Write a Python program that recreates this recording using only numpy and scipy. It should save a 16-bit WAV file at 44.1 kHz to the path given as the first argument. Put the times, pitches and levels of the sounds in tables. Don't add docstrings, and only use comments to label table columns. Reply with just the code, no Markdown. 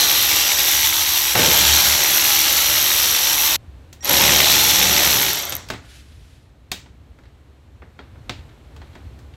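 import sys
import numpy as np
from scipy import signal
from scipy.fft import rfft, irfft, next_fast_len
from scipy.io import wavfile
from scipy.ndimage import uniform_filter1d, map_coordinates

SR = 44100
rng = np.random.default_rng(int(sys.argv[2]) if len(sys.argv) > 2 else 0)


def store_wav(level_fs):
    pcm = np.round(np.clip(np.atleast_2d(level_fs), -1, 1) * 32767)
    wavfile.write(sys.argv[1], SR, pcm.T.astype(np.int16))


def gain_from_db(level_db):
    decades = np.asarray(level_db, float) / 20
    return 10 ** decades


N = 412762
T = np.arange(N) / SR
CUT_S, RESTART_S = 3.563, 4.025

# start in seconds, end in seconds, motor whine in Hz before sag and droop,
# sag at the bite in Hz, relative whine level in dB.
STRETCHES = [(0, 1.34, 1937, 0, -33), (1.34, 3.563, 1938, 62, -32), (4.008, 5.15, 1925, 45, -35.5)]
# phase from 0 to 1, relative level in dB.
TEETH = [(.47, 1.5), (.62, 0.5), (.81, -10)]
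# frequency in Hz, relative level in dB, t60 in seconds.
TANK_PANELS = [(114.5, -1, .3), (188, -1, .2), (264, -2.5, 0.25), (377.6, -5, 0.22), (451, -8, 0.12),
               (517, -6, .08), (720, -3.5, 0.087), (870, 0.5, 0.083), (1303, -9.5, .1), (1437, -9.5, 0.069),
               (1510, -3.5, .1)]


def unit(x):
    return x / np.sqrt(np.mean(x ** 2) + 1e-20)


def curves(rows):
    s, *cols = np.transpose(rows)
    return [np.interp(T, s, c) for c in cols]


def during(*spans, edge_s=.002):
    inside = sum((T >= start) & (T <= end) for start, end in spans)
    return np.abs(uniform_filter1d(inside * 1., size=round(edge_s * SR)))


def wobble(rate):
    return map_coordinates(rng.standard_normal(int(N * rate / SR) + 4), [T * rate])


def filtered(x, response):
    m = next_fast_len(N + 8192)
    return irfft(rfft(x, m) * response(np.fft.rfftfreq(m, 1 / SR)), m)[:N]


def along(points, hz):
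    f, v = np.transpose(points)
    return np.interp(np.log(hz + 1), np.log(f + 1), v)


def noise(spectrum):
    return unit(filtered(rng.standard_normal(N), lambda hz: gain_from_db(along(spectrum, hz))))


def resonances(peaks):
    def response(f):
        total = 0
        for k, (centre, width, db) in enumerate(peaks):
            damping = 1j * f * width
            total = total + (-1) ** k * gain_from_db(db) * damping / (centre * centre - f * f + damping)
        return total
    return response


def ridged(x, depth_db):
    z = signal.stft(x, nperseg=2048)[2]
    across_hz = uniform_filter1d(rng.standard_normal(z.shape), size=3, axis=0)
    field = uniform_filter1d(across_hz, size=14, axis=1)
    return signal.istft(z * gain_from_db(depth_db * unit(field)), nperseg=2048)[1][:N]


def orders(turns, table):
    return sum(gain_from_db(db + 4.03 * wobble(5)) * np.sin(2 * np.pi * (k * turns + k * k / 7)) for k, db in table)


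def room():
    # time in seconds, level in dB.
    rumble_level = [(3.6, -43), (5.8, -42), (6.0, -46.5), (7.7, -48), (8.1, -43), (8.4, -39), (8.63, -43.5),
                    (8.95, -39.5), (9.36, -41.5)]
    # frequency in Hz, relative density in dB per Hz.
    rumble_colour = [(15, -60), (25, -24.5), (46, -12), (64, 0.5), (168, -17.5), (184, -31.5), (220, -22.5),
                     (300, -22.5), (390, -50.5), (660, -120)]
    # frequency in Hz, relative density in dB per Hz.
    hiss_colour = [(120, -39.5), (200, -8.5), (320, -8), (700, -14.5), (1300, -19.5), (4300, -26.5),
                   (4700, -32), (8400, -35), (8900, -39.5), (13500, -39.5), (16000, -54)]
    # start in seconds, length in seconds, level in dB.
    rustle_strokes = [(5.747, .8, -57.5), (5.81, 0.24, -52)]
    # frequency in Hz, relative density in dB per Hz.
    cloth_colour = [(590, -46), (1000, -15), (1490, -3), (3410, -2), (9690, -12.5), (11500, -13.5),
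                    (15500, -30)]
    rumble_db, = curves(rumble_level)
    rumble = gain_from_db(rumble_db + 1.5 * wobble(6.8)) * noise(rumble_colour)
    hiss_db = -56 + 0.69 * (rumble_db + 45)
    hiss = gain_from_db(hiss_db + wobble(2.2)) * noise(hiss_colour)
    strokes = sum(gain_from_db(db) * np.sin(np.pi * np.clip((T - s) / length, 0, 1)) for s, length, db in rustle_strokes)
    rustle = strokes * gain_from_db(1.0 * wobble(65)) * noise(cloth_colour)
    return rumble + hiss + rustle


def ring(modes, t):
    return sum(gain_from_db(db + rng.normal(0, 4.4) - 60 * t / t60) * np.sin(2 * np.pi * hz * t) for hz, db, t60 in modes)


def knocks():
    # time in seconds, relative crack level in dB,
    # low level in dB re crack, treble level in dB re crack.
    hits = [(1.352, -6, -9.5, -14), (3.9282, -34, -22, -3), (5.5228, -20, -10, -1), (5.687, -29.5, -14, -5),
            (5.7015, -19.5, -4, -7.5), (5.736, -31, -0.5, -9), (6.1926, -53, -11.5, -17),
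            (6.7162, -12.5, -15.5, -6.5), (6.859, -46, -1, -14), (7.187, -52.5, 3.5, -9),
            (7.236, -50, -4, -17), (7.254, -49, -3, -23), (7.8205, -51, 12, -21), (7.9905, -37, 1.5, -25),
            (8.157, -62, 14, -18), (8.2945, -16.5, -11.5, -15), (8.4916, -49, -5, -16.5),
            (8.7632, -40.5, -6, -9), (8.8166, -41, 1, -19.5), (8.9306, -50, -7, -18),
            (8.9522, -41, 2.5, -11), (9.1894, -49, -2, -3), (9.338, -46, -9, -15.5)]
    # low edge in Hz, high edge in Hz, blow t60 in seconds,
    # garage t60 in seconds.
    knock_bands = [(1910, 4500, .018, 0.3), (90, 630, 0.14, 0.43), (610, 2100, 0.045, 0.43),
                   (4500, 8000, 0.034, 0.34)]
    # frequency in Hz, relative level in dB, t60 in seconds.
    bar_modes = [(1850, -25, .2), (2700, -24, .2), (3270, -13, .07), (3750, -20, .2), (6700, -31, .15)]
    garage_db, boom = -16, 0.38
    out, t = np.zeros(N + SR), np.arange(SR // 2) / SR
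    filters = [signal.butter(3, row[:2], "bandpass", fs=SR, output="sos") for row in knock_bands]
    swell = 1 - np.exp(-t / 0.0019)
    contact = np.sin(np.pi / 2 * np.clip(t / .0006, 0, 1)) ** 2
    for s, db, low_db, treble_db in hits:
        tail_db = garage_db + boom * np.clip(low_db + 15, 0, 11)
        white_blow = gain_from_db(1.4 * treble_db + 1.5 - 60 * t / 0.016)
        white_tail = swell * gain_from_db(1.6 * treble_db + garage_db + 7.0 - 60 * t / 0.2)
        white = (white_blow + white_tail) * rng.standard_normal(len(t))
        sound = ring(bar_modes, t) + gain_from_db(low_db - 6.5) * ring(TANK_PANELS, t)
        band_db = [0, low_db - 4, low_db + 2, treble_db]
        for band, (_, _, blow_t60, room_t60), level in zip(filters, knock_bands, band_db):
            shape = gain_from_db(-60 * t / blow_t60) + swell * gain_from_db(tail_db - 60 * t / room_t60)
            settled = signal.sosfilt(band, rng.standard_normal(len(t) + 900))[900:]
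            sound = sound + gain_from_db(level) * shape * unit(settled)
        out[round(s * SR):][:len(t)] += gain_from_db(db - 4) * (white + contact * sound)
    return out[:N]


def motor_pitch():
    recover_s, droop_hz_per_s, sag_db_per_hz = .125, 2.8, .14
    starts = [row[0] for row in STRETCHES]
    current = np.searchsorted(starts, T, "right") - 1
    start, _, hz, bite, db = np.transpose(STRETCHES)[:, current]
    sag = bite * np.exp(-(T - start) / recover_s)
    return hz - sag - droop_hz_per_s * (T - start), db - sag_db_per_hz * sag


def whine():
    # multiple of the whine pitch, relative level in dB.
    whine_orders = [(1, -10.5), (3, 0), (4, -13), (5, -27)]
    hz, db = motor_pitch()
    cycles = np.cumsum(hz + .6 * wobble(15)) / SR
    stack = sum(gain_from_db(level) * np.sin(2 * np.pi * k * cycles) for k, level in whine_orders)
    running = during((0, CUT_S), STRETCHES[-1][:2])
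    return running * gain_from_db(db + 3.0 + 2.7 * wobble(10)) * stack


def crank():
    whine_per_crank, spin_up_s = 26.33, .04
    release_s, coast_per_s2 = 5.158, 162
    tooth_s = 5.2909
    rising = 1 - (T > CUT_S) * np.exp(-np.clip(T - RESTART_S, 0, None) / spin_up_s)
    driven = rising * motor_pitch()[0] / whine_per_crank
    speed = np.clip(driven - coast_per_s2 * np.clip(T - release_s, 0, None), .01, None)
    turns = np.cumsum(speed) / SR
    return speed, turns + (TEETH[0][0] - turns[round(tooth_s * SR)]) % 1


def panels():
    peaks = [(hz, np.log(1000) / (np.pi * t60), db) for hz, db, t60 in TANK_PANELS[:5]]
    return unit(filtered(rng.standard_normal(N), lambda hz: resonances(peaks)(hz) ** 2))


def tank_drone(turns, pace, rock, drone_db, load):
    # frequency in Hz, relative density in dB per Hz.
    tank_colour = [(260, -34), (450, -3.5), (587, -0.5), (670, -4.5), (846, -1.5), (1070, -4.5),
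                   (2200, -4.5), (2860, -32), (4840, -120)]
    # multiple of the crank rate, relative level in dB.
    tank_orders = [(7, -13), (8, -14), (9, -17), (10, -13), (11, -14.5), (12, -13.5)]
    grain = unit(rock * ridged(noise(tank_colour), depth_db=3.0))
    tones = (0.69 + 0.4 * load) * pace ** 4 * orders(turns, tank_orders)
    return gain_from_db(drone_db - 2.0) * (grain + tones)


def tank_thump(turns, pace, drone_db, seat):
    # frequency in Hz, relative density in dB per Hz.
    deep_colour = [(53, -33), (90, -4), (183, -1), (216, -7.5), (254, -2.5), (378, 1), (450, -7.5),
                   (580, -37), (990, -120)]
    # multiple of the crank rate, relative level in dB.
    deep_orders = [(2, -9), (3, -11), (4, -11), (5, -6)]
    thump_db = -40 + 1.2 * (drone_db + 31.5) + 3 * seat + 0.5 * wobble(9)
    boom = noise(deep_colour) + 0.83 * pace ** 4 * orders(turns, deep_orders)
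    mix = (1 - 0.17 * seat) * boom + gain_from_db(-4.5) * seat * panels()
    return gain_from_db(thump_db - 1.84 + 1.2 * wobble(30)) * mix


def shaft_tones(turns, pace, whirr_db, hum_size):
    motor_turns = 4.39 * turns
    hum = pace ** 2 * hum_size * gain_from_db(2.7 * wobble(12)) * np.sin(2 * np.pi * turns)
    shaft = np.sin(2 * np.pi * motor_turns) + .45 * np.sin(4 * np.pi * motor_turns)
    motor = pace ** 4 * gain_from_db(whirr_db - 27.5 + 2 * wobble(10)) * shaft
    fifth = pace ** 4 * gain_from_db(whirr_db - 30 + 3 * wobble(8)) * np.sin(2 * np.pi * 5 * turns)
    return hum + motor + fifth


def yoke(turns):
    # frequency in Hz, width in Hz, relative level in dB.
    head_modes = [(2310, 910, -1), (3590, 550, 0), (5850, 720, -1.5)]
    phase, turn = turns % 1, turns.astype(int)
    slap = (1 - np.exp(-phase / 0.017)) * np.exp(-phase / 0.23)
    shares = gain_from_db(2.5 * rng.standard_normal((turn[-1] + 1, len(head_modes))))
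    total = 0
    for k, mode in enumerate(head_modes):
        burst = shares[turn, k] * slap * rng.standard_normal(N)
        total = total + filtered(burst, resonances([mode]))
    return unit(total)


def gear_whirr(turns, pace, rock, whirr_db, pawl_db, load):
    # frequency in Hz, relative density in dB per Hz.
    gear_colour = [(500, -36), (700, -17), (820, -6), (1050, -11), (1700, -9), (2500, -6), (3200, -2),
                   (4100, -1), (4900, -7.5), (5800, -0.5), (6400, -6.5), (7000, -7.5), (8100, -8.5),
                   (9200, -16.5), (10500, -9.5), (12200, -3.5), (13500, -15), (15000, -10.5), (16700, -20)]
    contacts = gain_from_db(0.74 * wobble(500) + 0.75 * wobble(40))
    mesh = rock * contacts * ridged(noise(gear_colour), depth_db=2.33)
    body = filtered(mesh, lambda hz: 1 / (1 + (hz / 9500) ** 16))
    whirr = gain_from_db(whirr_db - 2.5) * (unit(body) + (0.32 + 0.3 * load) * pace * yoke(turns))
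    fizz = gain_from_db(pawl_db - 3.0) * (0.15 + 0.94 * pace) ** .9 * unit(mesh - body)
    return whirr + fizz


def pawl(turns, level_db):
    # time in seconds, relative level in dB.
    slow_clicks = [(4.047, -11), (4.0555, -13.5), (4.0959, -3), (4.1135, -7.5), (5.3867, -18),
                   (5.3915, -17), (5.4159, -22.5), (5.4242, -18), (5.4435, -24), (5.4531, -16),
                   (5.4957, -15.5), (5.5042, -19), (5.5528, -13), (5.5664, -17)]
    # frequency in Hz, width in Hz, relative level in dB for one pass.
    pawl_modes = [(12050, 1300, 3), (14600, 1100, -12.5), (6340, 1100, -1)]
    steady = (4.122, 5.378)
    whole = np.arange(1, int(turns[-1]))
    draw = rng.standard_normal((len(whole), 6))
    blows, sample = np.zeros(N), np.arange(N)
    drift = wobble(3)[np.interp(whole, turns, sample).astype(int)] * 0.02
    for k, (phase, db) in enumerate(TEETH):
        at = np.interp(whole + phase + drift + .013 * draw[:, k], turns, sample).astype(int)
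        blows[at] = gain_from_db(db + 3.5 * draw[:, 3 + k] + level_db[at] + 27.0)
    blows = blows * ((T < CUT_S) | ((T > steady[0]) & (T < steady[1])))
    for s, db in slow_clicks:
        blows[round(s * SR)] = gain_from_db(db + 20.5)
    t = np.arange(SR // 20) / SR
    rattle = gain_from_db(-33 - 60 * t / .045) * rng.standard_normal(len(t))
    blows = blows + signal.fftconvolve(blows, rattle)[:N]
    return filtered(blows, lambda hz: resonances(pawl_modes)(hz) ** 2)


def ratchet():
    # time in seconds, relative gear whirr in dB,
    # bearing on the tank as relative drone in dB.
    hand_drive = [(0, -15.5, -31), (.7, -16.5, -34.5), (1.09, -17, -42.5), (1.335, -18.5, -40),
                  (1.36, -23.5, -24), (1.385, -16.5, -19.5), (1.5, -14.5, -23.5), (1.7, -12.5, -29),
                  (2.0, -16, -30), (2.4, -15.5, -32.5), (3.56, -17, -36), (4.025, -38.5, -47),
                  (4.06, -24, -30.5), (4.11, -15.5, -21.5), (4.16, -15, -21.5), (4.57, -13.5, -26),
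                  (4.72, -14.5, -28.5), (5.07, -15.5, -23), (5.36, -20.5, -30), (5.587, -37.5, -37.5),
                  (5.68, -50, -51)]
    # start in seconds, end in seconds,
    # added hum in dB at full speed.
    seated_spans = [(1.36, 1.964, -32), (4.116, 5.25, -35)]
    halt_s = 5.69
    whirr_db, drone_db = curves(hand_drive)
    drone_db = drone_db + 0.67 * wobble(9)
    pawl_db = np.minimum(-22, whirr_db - 5) + 0.98 * wobble(9)
    seated = [during(row[:2], edge_s=0.069) for row in seated_spans]
    hum_size = gain_from_db(-53) + sum(gain_from_db(row[2]) * gate for row, gate in zip(seated_spans, seated))
    speed, turns = crank()
    pace = speed / speed.max()
    rock = 1 + 0.11 * np.sin(2 * np.pi * (turns + .05))
    load = np.clip((drone_db - whirr_db + 16.0) / 8, 0, 1)
    gears = gear_whirr(turns, pace, rock, whirr_db, pawl_db, load)
    tank = tank_drone(turns, pace, rock, drone_db, load) + tank_thump(turns, pace, drone_db, sum(seated))
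    shafts = shaft_tones(turns, pace, whirr_db, hum_size)
    running = during((0, CUT_S), (RESTART_S, halt_s))
    return running * (gears + tank + shafts) + pawl(turns, pawl_db)


def scene():
    return (room() + knocks() + whine() + ratchet())[None]


def top_cut(x):
    return signal.sosfilt(signal.butter(12, 16670, fs=SR, output="sos"), x)


def record(dry):
    held = dry[0] / (1 + np.abs(dry[0] / .9) ** 5) ** (1 / 5)
    rolloff = lambda hz: gain_from_db(-17 * (1 + np.tanh((hz - 15900) / 70)))
    return top_cut(filtered(held, rolloff)[None])


dry = scene()
out = record(dry)
store_wav(out)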